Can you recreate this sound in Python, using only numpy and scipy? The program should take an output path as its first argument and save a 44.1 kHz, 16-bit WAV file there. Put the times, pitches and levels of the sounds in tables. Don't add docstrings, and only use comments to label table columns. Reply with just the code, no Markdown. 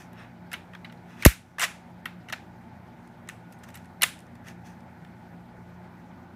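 import sys
import numpy as np
from scipy import signal
from scipy.fft import rfft, irfft
from scipy.io import wavfile
from scipy.ndimage import uniform_filter1d

SR = 44100
rng = np.random.default_rng(int(sys.argv[2]) if len(sys.argv) > 2 else 0)


def file_out(sig):
    cols = np.atleast_2d(sig).T
    lim = np.clip(cols, -1, 1)
    pcm = np.round(lim * 32767).astype(np.int16)
    wavfile.write(sys.argv[1], SR, pcm)


N = 280035

# start in seconds, level of the loudest 2 ms in dB, treble snap against body in dB,
# snap pitch in Hz, decay time of the rattle in ms.
PART_STRIKES = [(0.13, -57, -2, 11800, 3.1), (0.515, -38, -9.5, 4500, 7.5), (0.529, -31.5, -5, 11000, 6.3),
                (0.536, -28.5, -22, 4500, 8), (0.733, -44, -16, 4500, 7.4), (0.749, -38.5, -16, 6200, 3.3),
                (0.845, -38.5, -19.5, 4500, 8.1), (0.896, -48, -24, 4500, 7.1),
                (0.923, -49, -7.5, 4400, 3.3), (1.223, -28, -10, 4500, 2.5), (1.229, -33, -11, 6200, 9.3),
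                (1.2502, -7, -0.4, 11400, 1.2), (1.2524, -10, 2.1, 11400, 1.5), (1.2597, -8, 7, 14000, 1.4),
                (1.2635, -11, -2.5, 6500, 1.4), (1.5832, -25, -16, 4500, 5.8),
                (2.055, -26.5, -15, 12100, 4.8), (2.285, -40, -14, 4400, 5.4), (2.297, -37, -11, 4500, 4.7),
                (2.324, -27, -8, 5300, 4.4), (2.332, -28, -16, 4900, 4.3), (3.074, -54.5, -7, 9300, 2.5),
                (3.274, -50, -9, 5300, 2.6), (3.288, -33, -4, 8600, 1.5), (3.295, -35, -14, 5600, 2.5),
                (3.523, -52, 1.5, 11200, 5), (3.587, -65, 6, 14000, 2.5), (3.635, -47, -3, 6900, 6),
                (3.687, -50, -5, 12000, 3.6), (3.702, -52, -3, 7100, 2.2), (3.742, -46, -2.1, 8500, 5.2),
                (3.753, -42, -3, 12200, 4.5), (3.772, -49, 0.1, 7700, 3.1), (3.845, -54, -9, 4500, 2.5),
                (3.855, -56, -3, 9000, 2.5), (4.012, -34, -9, 4500, 3), (4.0193, -17.5, -1.5, 11500, 2.7),
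                (4.0285, -17, -14, 5500, 1.1), (4.0325, -12.5, 4, 9500, 2.1), (4.036, -15, -13, 4400, 3.6),
                (4.189, -51, 1.1, 10000, 2.8), (4.203, -53, -1.5, 9000, 2.5), (4.266, -60, -1.5, 6000, 2.5),
                (4.353, -55, -4, 6000, 2.3), (4.483, -43.5, -3.5, 6000, 1.9),
                (4.805, -63.5, 6.5, 8100, 2.5), (5.047, -50.5, -13.5, 5800, 2.5)]
PITCH_HZ, PITCH_OCTAVES_PER_DB = 2750, .013


def clacks():
    length = 4096
    out, t = np.zeros(N + length), np.arange(length) / SR
    blows = PART_STRIKES + bolt_chatter()
    contacts = rng.standard_normal((len(blows), length))
    strengths_db = rng.normal(0, 2.5, (len(blows), len(FRAME_MODES)))
    detunes = np.exp(rng.normal(0, .05, len(blows)))
    for blow, noise, own_db, detune in zip(blows, contacts, strengths_db, detunes):
        start, db, snap_db, snap_hz, decay_ms = blow
        flurry = np.minimum(t / 0.0014, 1) * np.exp(-t * 1000 / decay_ms)
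        uneven = noise * np.sqrt(np.abs(noise))
        push = uneven * flurry + 1e-18
        pitch_hz = PITCH_HZ * 2 ** (PITCH_OCTAVES_PER_DB * db)
        body, snap = plastic(push, pitch_hz, snap_hz, own_db, detune)
        hit = body / loudest(body) + from_db(snap_db) * snap / loudest(snap)
        out[round(start * SR):][:length] += from_db(db) * hit / loudest(hit)
    return out[:N]


SLIDE_S, SLIDE_LOUDEST_S, SLIDE_DB = 1.5945, 1.634, -16.5
SLIDE_SWELL_DB_PER_S, SLIDE_FADE_DB_PER_S = 142, 600
SLIDE_GAP_S, SLIDE_GAP_RATIO = .0105, .9
SLIDE_SNAP_DB, SLIDE_MS, SLIDE_CONTACTS = -5, 5, 9
SNAP_LOW_HZ, SNAP_HIGH_HZ = 4430, 10500


def bolt_chatter():
    draws = rng.standard_normal((SLIDE_CONTACTS, 3))
    snap_hz = SNAP_LOW_HZ * (SNAP_HIGH_HZ / SNAP_LOW_HZ) ** rng.random(SLIDE_CONTACTS)
    mean_gaps = SLIDE_GAP_S * SLIDE_GAP_RATIO ** np.arange(SLIDE_CONTACTS)
    gaps = mean_gaps * np.exp(.12 * draws[:, 0])
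    start = SLIDE_S + np.cumsum(gaps) - gaps[0]
    swell_db = SLIDE_SWELL_DB_PER_S * (SLIDE_LOUDEST_S - start)
    fade_db = SLIDE_FADE_DB_PER_S * (start - SLIDE_LOUDEST_S)
    db = SLIDE_DB - np.maximum(swell_db, fade_db) + 1.5 * draws[:, 1]
    snap_db = SLIDE_SNAP_DB + 3 * draws[:, 2]
    return list(zip(start, db, snap_db, snap_hz, np.full(SLIDE_CONTACTS, SLIDE_MS)))


# frequency in Hz, relative strength in dB.
FRAME_MODES = [(340, -14), (500, -9.5), (700, -5.5), (950, -5.5), (1300, 0), (1550, 0), (1880, 2),
               (2240, -1), (2480, -4.5), (2800, 0.5), (3250, -3.5), (3750, -4), (4400, -5), (5200, -23),
               (6200, -12.5)]
BELOW_DB, ABOVE_DB = 7.3, 4.8
RING_S = .015
BODY_ABOVE_HZ, SNAP_ABOVE_HZ, SNAP_BELOW_HZ = 280, 4750, 4100
SNAP_PEAK_DB, SNAP_PEAK_S = -19, 0.0024


def plastic(push, pitch_hz, snap_hz, strengths_db, detune):
    body = 0
    for k, (hz, db) in enumerate(FRAME_MODES):
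        octaves = np.log2(hz / pitch_hz)
        far_db = max(ABOVE_DB * octaves, -BELOW_DB * octaves)
        t60 = RING_S * np.sqrt(1000 / hz)
        gain = (-1) ** k * from_db(db + strengths_db[k] - far_db)
        body = body + gain * ring(push, hz * detune, t60)
    soft = signal.lfilter(*signal.butter(1, SNAP_BELOW_HZ, fs=SR), push)
    snap = soft + from_db(SNAP_PEAK_DB) * ring(push, snap_hz, SNAP_PEAK_S)
    return above(body, BODY_ABOVE_HZ), above(snap, SNAP_ABOVE_HZ)


# start in seconds, loudest time in seconds, end in seconds, level of the body in dB,
# treble against body in dB.
RUB_STROKES = [(-0.02, 0.0, 0.084, -52.5, -3), (0.114, 0.212, 0.31, -50, -17),
               (1.046, 1.11, 1.33, -56, -11), (1.17, 1.221, 1.26, -47, -9), (1.38, 1.48, 1.7, -66, -3),
               (1.584, 1.632, 1.665, -25.5, -3.5), (3.28, 3.3, 3.39, -57, -9), (3.49, 3.535, 3.55, -64, -5),
               (3.62, 3.64, 3.665, -57, -7), (3.66, 3.688, 3.73, -56.5, -7), (3.71, 3.755, 3.9, -59, -9),
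               (4.44, 4.483, 4.54, -47, -7), (4.635, 4.657, 4.78, -56, -4)]
RUB_SWELL_DB, RUB_FADE_DB, RUB_ROUNDING = 22, 26, 1.4


def rubs():
    t, out = np.arange(N) / SR, np.zeros(N)
    slips = rng.standard_normal(N) * from_db(1.6 * drift(250))
    body, treble = map(rms_one, plastic(slips, 2200, 6000, np.zeros(len(FRAME_MODES)), 0.91))
    for start, top, end, db, bright_db in RUB_STROKES:
        away = np.interp(t, [start, top, end], [1, 0, 1])
        depth_db = np.where(t < top, RUB_SWELL_DB, RUB_FADE_DB)
        touching = (t > start) * (t < end)
        stroke = from_db(db - away ** RUB_ROUNDING * depth_db) * touching
        out += stroke * (body + from_db(bright_db) * treble)
    return out


# start in seconds, end in seconds, pitch in Hz, level at the top of the swell in dB.
THIN_SQUEAKS = [(0.155, 0.25, 5400, -70), (.19, .215, 8800, -71), (.97, .98, 4030, -65.5),
                (3.298, 3.37, 7950, -73), (3.526, 3.56, 6500, -70), (3.583, 3.607, 8800, -71),
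                (4.656, 4.703, 4300, -72), (4.653, 4.71, 6700, -73)]


def squeaks():
    t, out = np.arange(N) / SR, np.zeros(N)
    for start, end, hz, db in THIN_SQUEAKS:
        swell = np.sin(np.pi * np.clip((t - start) / (end - start), 0, 1))
        once = ring(rng.standard_normal(N), hz, 0.0068)
        tone = ring(once, hz, 0.0068)
        out += from_db(db) * swell * rms_one(tone)
    return out * from_db(1.6 * drift(120))


JOLT_S, JOLT_DB, JOLT_DECAY_S = 1.2608, 5.5, .0105
JOLT_RISE_S, JOLT_RISE_HZ = .0005, 700
JOLT_START_HZ, JOLT_END_HZ, JOLT_FALL_S = 485, 55, .0025
JOLT_KICK, JOLT_KICK_S = .6, .002


def jolt():
    t = np.arange(N) / SR - JOLT_S
    before, after = np.minimum(t, 0), np.maximum(t, 0)
    glide_turns = (JOLT_START_HZ - JOLT_END_HZ) * JOLT_FALL_S * (1 - np.exp(-after / JOLT_FALL_S))
    turns = JOLT_RISE_HZ * before + JOLT_END_HZ * after + glide_turns
    rise = np.exp(before / JOLT_RISE_S)
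    decay = np.exp(-after / JOLT_DECAY_S) + JOLT_KICK * np.exp(-after / JOLT_KICK_S)
    size = rise * decay / (1 + JOLT_KICK * (before < 0))
    return -from_db(JOLT_DB) * size * np.sin(2 * np.pi * turns)


# frequency in Hz, time to decay by 60 dB in seconds.
ROOM_DECAY = [(500, 0.23), (1300, 0.29), (3500, 0.32), (9000, 0.3), (15000, 0.13)]


def bedroom(x):
    out, white = np.zeros(N), rng.standard_normal((2, N))
    lag = round(0.0027 * SR)
    for k, (hz, sos) in enumerate(bands()[6:]):
        r = from_db(-120 / (at_hz(ROOM_DECAY, hz) * SR))
        energy = signal.lfilter([1 - r], [1, -r], signal.sosfilt(sos, x) ** 2)
        noise = rms_one(signal.sosfilt(sos, white[k % 2]))
        out[lag:] += (np.sqrt(energy) * noise)[:N - lag]
    return out


# frequency in Hz, mean rms level in dB.
MOTOR_TONES = [(58.5, -70), (88, -61.5), (118, -56.5), (176.5, -53), (236, -59.5), (354, -70.5),
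               (872, -65.5), (1455, -71.5), (1513, -74.5)]
# frequency in Hz, relative density in dB per Hz.
AIR_SPECTRUM = [(30, -33), (109, -8.5), (239, -6), (290, -14), (364, -12), (415, -20.5), (844, -12.5),
                (1100, -23.5), (1500, -22.5), (2300, -27.5), (2700, -35.5), (4600, -41.5), (7500, -48.5),
                (16000, -53)]
AIR_DB, AIR_PATCHY_DB = -50, 1.5


def fan():
    t = np.arange(N) / SR
    tones = np.zeros(N)
    for hz, db in MOTOR_TONES:
        size = np.sqrt(2) * from_db(db + 2.5 * drift(3))
        tones += size * np.sin(2 * np.pi * hz * t + .7 * drift(3))
    white, air = rng.standard_normal((2, N)), np.zeros(N)
    for k, (_, sos) in enumerate(bands()):
        air += signal.sosfilt(sos, white[k % 2]) * from_db(AIR_PATCHY_DB * drift(13))
    air_gain = from_db(AIR_DB + 0.25 * drift(4.1))
    return tones + air_gain * rms_one(colour(air, AIR_SPECTRUM))


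def from_db(db):
    return 10 ** (np.asarray(db) / 20)


def rms_one(x):
    return x / np.sqrt(np.mean(x ** 2) + 1e-20)


def loudest(x):
    return np.sqrt(uniform_filter1d(x ** 2, size=88).max())


def at_hz(points, hz):
    points = np.array(points)
    return np.interp(np.log(np.maximum(hz, 1)), np.log(points[:, 0]), points[:, 1])


def colour(x, spectrum):
    hz = np.arange(len(x) // 2 + 1) * SR / len(x)
    return irfft(rfft(x) * from_db(at_hz(spectrum, hz)), len(x))


def drift(rate):
    r = np.exp(-2 * np.pi * rate / SR)
    noise = rng.standard_normal(N + SR)
    return rms_one(signal.lfilter([1], [1, -2 * r, r * r], noise)[SR:])


def ring(x, hz, t60):
    r, w = from_db(-60 / (t60 * SR)), 2 * np.pi * hz / SR
    return signal.lfilter([0, np.sin(w)], [1, -2 * r * np.cos(w), r * r], x)


def above(x, hz):
    return signal.sosfilt(signal.butter(3, hz, "high", fs=SR, output="sos"), x)


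def bands():
    edges = 30 * 2 ** np.arange(0, 9.6, .5)
    pairs = []
    for low, high in zip(edges, edges[1:]):
        sos = signal.butter(2, [low, high], "band", fs=SR, output="sos")
        pairs.append((np.sqrt(low * high), sos))
    return pairs


ROOM_DB = -12.5


def scene():
    rifle = clacks() + rubs() + squeaks()
    reflections = from_db(ROOM_DB) * bedroom(rifle)
    return (rifle + reflections + jolt() + fan())[None]


PORT_HZ, PORT_WIDTH_HZ, PORT_DB = 12400, 2300, -14
OVERLOAD = .69
DUCK_ABOVE_DB, DUCK_SHARE, RECOVER_DB_S, DUCK_S = -21.5, 0.59, 31, 0.051
HISS_DB, CUTOFF_HZ = -83.5, 16200


def record(dry):
    r = np.exp(-np.pi * PORT_WIDTH_HZ / SR)
    poles = [1, -2 * r * np.cos(2 * np.pi * PORT_HZ / SR), r * r]
    port = signal.lfilter([(1 - r * r) / 2, 0, (r * r - 1) / 2], poles, dry)
    x = dry + from_db(PORT_DB) * port
    x = x / (1 + np.abs(x / OVERLOAD) ** 6) ** (1 / 6)
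    level_db = 10 * np.log10(signal.lfilter([.002], [1, -.998], x ** 2) + 1e-12)
    ramp = RECOVER_DB_S * np.arange(N) / SR
    held_db = np.maximum.accumulate(level_db + ramp, axis=1) - ramp
    over_db = np.maximum(held_db - DUCK_ABOVE_DB, 0)
    r = np.exp(-1 / (DUCK_S * SR))
    slow_db = signal.lfilter([(1 - r) ** 2], [1, -2 * r, r * r], over_db)
    ducked = x * from_db(-DUCK_SHARE * slow_db)
    x = ducked + from_db(HISS_DB) * rng.standard_normal(N)
    return signal.sosfilt(signal.cheby2(14, 60, CUTOFF_HZ, fs=SR, output="sos"), x)


dry = scene()
out = record(dry)
file_out(out)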